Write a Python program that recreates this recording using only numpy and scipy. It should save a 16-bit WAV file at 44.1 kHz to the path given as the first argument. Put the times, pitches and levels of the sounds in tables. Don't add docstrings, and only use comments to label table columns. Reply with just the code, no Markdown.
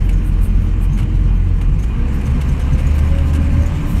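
import sys
import numpy as np
from scipy import signal
from scipy.fft import rfft, irfft, next_fast_len
from scipy.io import wavfile
from scipy.ndimage import uniform_filter1d, map_coordinates

SR = 44100
rng = np.random.default_rng(int(sys.argv[2]) if len(sys.argv) > 2 else 0)


def put_to_file(sound):
    columns = np.atleast_2d(sound).T
    safe = np.clip(columns, -1, 1)
    whole_steps = np.round(safe * 32767)
    wavfile.write(sys.argv[1], SR, whole_steps.astype(np.int16))


N = 176400


# (time [s], firing rate [Hz])
FIRING_RATE = [(0, 43.95), (.45, 42.99), (1.15, 43.84), (1.62, 43.48), (1.76, 46.26), (1.86, 53.77),
               (1.96, 64.74), (2.06, 66.86), (2.3, 68.78), (2.65, 69.83), (2.85, 73.16), (3.05, 75.55),
               (3.2, 77.3), (3.4, 76.23), (3.75, 80.6), (4, 81.6)]
def engine_speed(idle_hz=42.7, pull_hz=70.4):
    rate = curve(FIRING_RATE)
    phase = 2 * np.pi * np.cumsum(rate) / SR
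    pull = np.clip((rate - idle_hz) / (pull_hz - idle_hz), 0, 1)
    return phase, pull


# (time [s], level [dB])
THROB_LEVEL = [(0, -18), (.12, -14.5), (.8, -14.5), (1.25, -14.5), (1.65, -13.5), (1.88, -20), (2.03, -18),
               (2.55, -19.5), (2.8, -17.5), (2.95, -14), (3.3, -15.5), (3.6, -16.5), (3.8, -18.5),
               (3.9, -29), (4, -18)]
# (multiple of the firing rate, idling level [dB], pulling level [dB])
ENGINE_OVERTONES = [(2, -22, -34), (3, -63, -58), (4, -38, -54.5), (5, -34.5, -65)]
def engine(phase, pull, jitter_rad=0.15):
    phase = phase + jitter_rad * wobble(14)
    out = amp(curve(THROB_LEVEL) + 1.36 * wobble(22.24)) * unit(np.cos(phase))
    for multiple, idle_db, pull_db in ENGINE_OVERTONES:
        level_db = blend(idle_db, pull_db, pull) + 1.6 * wobble(8.1)
        out += amp(level_db) * unit(np.cos(multiple * phase))
    return out


# (frequency [Hz], relative level [dB])
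IDLE_SPECTRUM = [(12, -36), (20, -11), (27, 5.5), (37, 3), (60, 1.5), (76, -2.5), (100, -14), (130, -12.5),
                 (200, -16), (250, -16.5), (310, -19), (400, -27), (600, -38), (1200, -82)]
# (frequency [Hz], relative level [dB])
PULL_SPECTRUM = [(12, -36), (20, -10), (30, 7), (40, 5.5), (60, 0), (80, -4), (98, -7.5), (130, -12),
                 (200, -11), (250, -16), (310, -19.5), (400, -26.5), (600, -37.5), (1200, -102)]
# (frequency [Hz], relative level [dB])
BOOM_SPECTRUM = [(20, -76), (70, -55), (98, 2), (112, 5), (130, 8), (150, -11), (175, 1.5), (205, -3.5),
                 (240, -53), (330, -34), (900, -120)]
def rumble(pull, swell_db=1, lump_db=1):
    idling = np.sqrt(1 - pull) * amp(-20) * noise(IDLE_SPECTRUM)
    pulling = np.sqrt(pull) * amp(-17) * noise(PULL_SPECTRUM)
    boom = unit(noise(BOOM_SPECTRUM) * amp(lump_db * wobble(17)))
    shake = (idling + pulling) * amp(swell_db * wobble(17))
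    return shake + amp(blend(-28.5, -28, pull)) * boom


# (time [s], peak level [dB], pitch [Hz])
BUMPS = [(0.278, -17, 142.2), (0.887, -14.5, 140.7), (1.01, -13.5, 124), (1.124, -14, 128.5),
         (1.228, -15, 126.8), (1.672, -15, 142), (1.752, -18, 155.5), (1.958, -16.5, 135), (2.26, -13, 125),
         (2.321, -22, 190), (2.367, -17, 150.1), (2.443, -15.5, 125), (2.483, -15, 137.7),
         (2.707, -13.5, 139.3), (2.836, -19, 149.3), (3.0, -18.5, 113.4), (3.081, -19.5, 154),
         (3.212, -15, 124.7), (3.279, -19, 142), (3.401, -20, 146), (3.473, -17.5, 144),
         (3.54, -14.5, 123.5), (3.715, -15.5, 141), (3.781, -15.5, 147.9), (3.89, -18.5, 165.5)]
def bumps(rise_s=0.023):
    t, out = clock(), np.zeros(N)
    for start, db, hz in BUMPS:
        age = np.maximum(t - start, 0)
        swell = (age / rise_s * np.exp(1 - age / rise_s)) ** 2
        out += amp(db) * swell * np.sin(2 * np.pi * (hz * age + rng.random()))
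    return out


# (time [s], level [dB])
FAN_HUM = [(0, -34), (1.6, -33.5), (1.9, -31.5), (2.2, -39.5), (2.36, -28), (2.46, -39), (2.9, -36.5),
           (3.17, -35.5), (3.36, -30.5), (3.45, -23), (3.6, -33), (3.71, -47), (3.8, -29.5), (4, -33)]
# (time [s], level [dB])
FAN_WHINE = [(0, -45), (.27, -37), (.45, -53), (.68, -38.5), (.88, -44.5), (1.15, -36), (1.6, -47),
             (1.88, -49), (2.08, -38.5), (2.16, -50), (2.23, -41), (2.34, -44.5), (2.68, -46),
             (2.79, -39.5), (2.86, -49), (3.05, -42), (3.12, -36.5), (3.23, -37), (3.35, -45.5),
             (3.45, -38), (3.63, -38.5), (3.73, -43), (3.78, -50), (4, -41.5)]
def fan(phase, pull, blades_per_firing=3.585, waver_rad=0.34, flutter_db=1):
    out, blade_phase = np.zeros(N), blades_per_firing * phase
    levels_db = [curve(FAN_HUM), curve(FAN_WHINE), blend(-48, -59, pull)]
    for multiple, db in enumerate(levels_db, 1):
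        tone = unit(np.sin(multiple * blade_phase + waver_rad * wobble(7)))
        roughness = 0.5 * fuzzy_tone(multiple * blade_phase, width_hz=36)
        out += amp(db + flutter_db * wobble(21.97)) * unit(tone + roughness)
    return out


# (time [s], level [dB])
GROWL_SURGES = [(0, -42), (.36, -40), (.46, -29.5), (.8, -36), (1.0, -31), (1.35, -39.5), (1.7, -43),
                (2.3, -34), (2.5, -42.5), (3.35, -39), (3.55, -24.5), (3.7, -39), (3.92, -27.5), (4, -34)]
# (frequency [Hz], relative level [dB])
GROWL_SPECTRUM = [(150, -54), (195, -2), (218, -2), (240, -5), (290, -35), (500, -100)]
def growl():
    return amp(curve(GROWL_SURGES)) * noise(GROWL_SPECTRUM)


# (frequency [Hz], relative level [dB])
RUSH_SPECTRUM = [(150, -1.5), (350, 2), (480, 3.5), (650, 0.5), (850, 2.1), (990, 1.5), (1035, 2.5),
                 (1150, 3), (1250, 0), (1380, -3.5), (1580, -2.5), (1850, -2.5), (2350, -2.5), (2950, -6),
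                 (3120, -8), (3260, -17), (4500, -20), (8000, -49)]
# (time [s], relative level [dB])
RUSH_SWELL = [(0.0, -39.5), (0.22, -40.5), (1.83, -41.5), (2.02, -38.5), (2.42, -36), (4.0, -35.5)]
# (frequency [Hz], relative level [dB])
HISS_SPECTRUM = [(1500, -8), (3200, 1), (4200, 1.1), (4900, -3.5), (5400, 1.5), (6000, -1.1), (6700, 1),
                 (7700, -1.4), (9200, -2.2), (10200, -11.5), (11200, -6), (12500, -7), (13500, -22),
                 (15500, -20)]
# (time [s], relative level [dB])
HISS_SWELL = [(0.0, -53), (0.73, -55), (1.66, -55.5), (2.35, -49), (2.7, -50), (2.93, -48), (3.59, -49),
              (4.0, -47)]
def rush(phase):
    pulse_db = 0.74 * np.cos(phase)
    air_db = curve(RUSH_SWELL) + 0.3 + pulse_db + 0.37 * wobble(24.66)
    air = amp(air_db) * patchy(noise(RUSH_SPECTRUM), depth_db=1)
    hiss = patchy(noise(HISS_SPECTRUM), depth_db=2)
    grain_db = 0.9 * wobble(900) + 1.5 * wobble(45)
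    grit = unit(hiss * amp(grain_db + pulse_db))
    return air + amp(curve(HISS_SWELL) - 0.1) * grit


# (frequency [Hz], relative level [dB])
TICK_SPECTRUM = [(1500, -15), (3300, 2), (4500, -0.5), (6300, 2), (7200, 2), (9000, 4), (10200, -1),
                 (11500, 0.5), (13000, -6), (15500, -41)]
# (frequency [Hz], relative level [dB])
CLACK_SPECTRUM = [(250, -10), (700, 10.5), (1500, 12), (2200, 1.5), (3000, 7), (3600, 0), (7000, -19)]
# (pitch [Hz], width [Hz], relative level [dB])
RING_NOTES = [(1680, 250, -8), (2210, 290, -2.5), (2795, 450, -3.5)]
# (time [s], tick level [dB], time the taps span [s], clack level [dB], ring level [dB])
RATTLE_EVENTS = [(0.09, -37.5, 0.0069, -42, -30), (0.963, -45, 0.015, -39, -40),
                 (0.985, -44, 0.021, -35, -41), (1.017, -47.5, 0.019, -39, -39),
                 (1.612, -43, 0.0077, -35.5, -43), (1.79, -48, 0.0081, -44, -52),
                 (1.834, -46, 0.0068, -36.5, -41), (2.21, -45.5, 0.0082, -40, -42),
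                 (2.266, -47, 0.013, -41, -41), (2.41, -37, 0.0092, -37, -37.5),
                 (2.594, -43, 0.025, -37, -43), (2.774, -42.5, 0.042, -36, -38),
                 (2.98, -39, .005, -43, -43), (2.988, -41, 0.0038, -42, -35.5),
                 (3.181, -43.5, 0.0096, -34, -35.5), (3.331, -37.5, 0.0088, -35.5, -43),
                 (3.343, -41.5, 0.025, -40, -36)]
def rattles(taps_per_s=700, scatter_db=3.5, rise_s=0.0015, decay_s=0.05):
    t, out = clock(), np.zeros(N)
    tick, clack = noise(TICK_SPECTRUM), noise(CLACK_SPECTRUM)
    ring = unit(sum(amp(db) * fuzzy_tone(2 * np.pi * hz * t, width) for hz, width, db in RING_NOTES))
    age = t[:SR // 6]
    for start, tick_db, span, clack_db, ring_db in RATTLE_EVENTS:
        place, strength = rng.random(32), rng.standard_normal(32)
        count = int(np.clip(span * taps_per_s, 2, 32))
        tap_times = np.append(0, span * place[1:count])
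        tap_age = age - tap_times[:, None]
        tap_db = scatter_db * strength[:count, None] - 60 * np.abs(tap_age) / decay_s
        power = ((tap_age >= 0) * amp(tap_db) ** 2).sum(0)
        shape = np.interp(t - start, age, np.sqrt(power / power.max()), left=0, right=0)
        shape *= np.clip((t - start) / rise_s, 0, 1)
        out += shape * (amp(tick_db) * tick + amp(clack_db) * clack + amp(ring_db) * ring)
    return out


# (time [s], relative level [dB], pitch [Hz], half its length [s])
TRIM_CHIRPS = [(0.123, -45, 6600, 0.026), (0.92, -46, 6440, 0.046), (1.782, -48, 6300, 0.04),
               (1.822, -43.5, 6600, 0.028), (2.253, -43, 6300, .02), (2.483, -42, 6200, .024),
               (2.726, -42.5, 6200, 0.019), (2.864, -39, 6776, 0.021), (3.068, -46, 6750, 0.021),
               (3.61, -44, 6270, .04), (3.656, -40.5, 6860, 0.026)]
def chirps(width_hz=810, octave_db=-14, scratch_db=-5.5):
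    t, out = clock(), np.zeros(N)
    blur, octave_blur = [wobble(k * width_hz) + 1j * wobble(k * width_hz) for k in (1, 2)]
    scratch = amp(scratch_db) * unit(noise(TICK_SPECTRUM) * amp(1.2 * wobble(500)))
    for start, db, hz, half_length in TRIM_CHIRPS:
        on = (t > start) & (t < start + 2 * half_length)
        tone = np.exp(2j * np.pi * hz * t[on])
        squeak = (blur[on] * tone + amp(octave_db) * octave_blur[on] * tone ** 2).real
        shape = np.interp((t[on] - start) / half_length, [0, .3, .7, 1.1, 2], [.011, .84, .49, .2, 0])
        out[on] += amp(db) * shape * (squeak + scratch[on])
    return out


# (frequency [Hz], relative level [dB])
BRUSH_SPECTRUM = [(3000, 3), (6000, -3.5), (9000, 6.5), (10300, -2), (12000, 2.5), (14300, -3),
                  (15600, -10)]
# (time of the peak [s], level [dB], fade time [s], lower edge [Hz])
BRUSH_STROKES = [(0.06, -54, .04, 10000), (.275, -46.5, 0.044, 8000), (0.446, -41.5, 0.041, 8300),
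                 (.635, -56, 0.046, 9500), (0.836, -44.5, 0.03, 8000), (.995, -58, 0.042, 10000),
                 (1.362, -64, 0.049, 12080), (2.151, -49, 0.026, 11900), (2.96, -46, 0.021, 12120),
                 (3.275, -53, 0.045, 11880), (3.91, -43.5, 0.057, 11100), (3.99, -48, 0.037, 11240)]
def brushes(grain_db=1, leak=0.33):
    t, out = clock(), np.zeros(N)
    rub = noise(BRUSH_SPECTRUM) * amp(grain_db * wobble(1000))
    for peak, db, fade, edge_hz in BRUSH_STROKES:
        swish = unit(filtered(rub, lambda hz: leak + (1 - leak) / (1 + (edge_hz / (hz + 1)) ** 20)))
        out += amp(db) * np.exp(-2 * ((t - peak) / fade) ** 2) * swish
    return out


# (pitch [Hz], width [Hz], idling level [dB], pulling level [dB])
AIR_NOTES = [(1034, 28, -58.5, -51), (1460, 50, -59.5, -62), (1580, 50, -68, -53), (2448, 50, -58, -55),
             (2882, 25, -64.5, -57), (3115, 50, -62, -63), (6250, 70, -69, -83)]
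def singing_air(pull, flicker_db=2.5):
    t, out = clock(), np.zeros(N)
    for hz, width, idle_db, pull_db in AIR_NOTES:
        level_db = blend(idle_db, pull_db, pull) + flicker_db * wobble(14)
        out += amp(level_db) * fuzzy_tone(2 * np.pi * hz * t, width)
    return out


def amp(db):
    return 10 ** (np.asarray(db) / 20)


def unit(x):
    return x / np.sqrt(np.mean(x ** 2) + 1e-20)


def blend(idling, pulling, pull):
    return idling + (pulling - idling) * pull


def clock():
    return np.arange(N) / SR


def curve(rows):
    return np.interp(clock(), *np.transpose(rows))


def wobble(rate):
    return map_coordinates(rng.standard_normal(N // 4), [clock() * rate + 2], mode="wrap")


def filtered(x, response):
    size = next_fast_len(N + SR // 2)
    return irfft(rfft(x, size) * response(np.fft.rfftfreq(size, 1 / SR)), size)[:N]


def noise(spectrum):
    freqs, db = np.transpose(spectrum)
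    white = rng.standard_normal(N)
    return unit(filtered(white, lambda hz: amp(np.interp(np.log(hz + 1), np.log(freqs), db))))


def patchy(x, depth_db):
    grid = signal.stft(x, nperseg=512)[2]
    patches = uniform_filter1d(rng.standard_normal(grid.shape), size=5, axis=0)
    patches = uniform_filter1d(patches, size=12, axis=1)
    return unit(signal.istft(grid * amp(depth_db * unit(patches)), nperseg=512)[1][:N])


def fuzzy_tone(phase, width_hz):
    return unit(wobble(width_hz) * np.cos(phase) + wobble(width_hz) * np.sin(phase))


def scene():
    phase, pull = engine_speed()
    truck = engine(phase, pull) + fan(phase, pull) + rumble(pull) + growl()
    air = rush(phase) + singing_air(pull)
    return (truck + air + bumps() + rattles() + chirps() + brushes())[None]


def record(dry):
    fade_in_s, top_hz = 0.01, 15700
    faded = dry[0] * np.minimum(clock() / fade_in_s, 1)
    return filtered(faded, lambda hz: hz < top_hz)[None]


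dry = scene()
out = record(dry)
put_to_file(out)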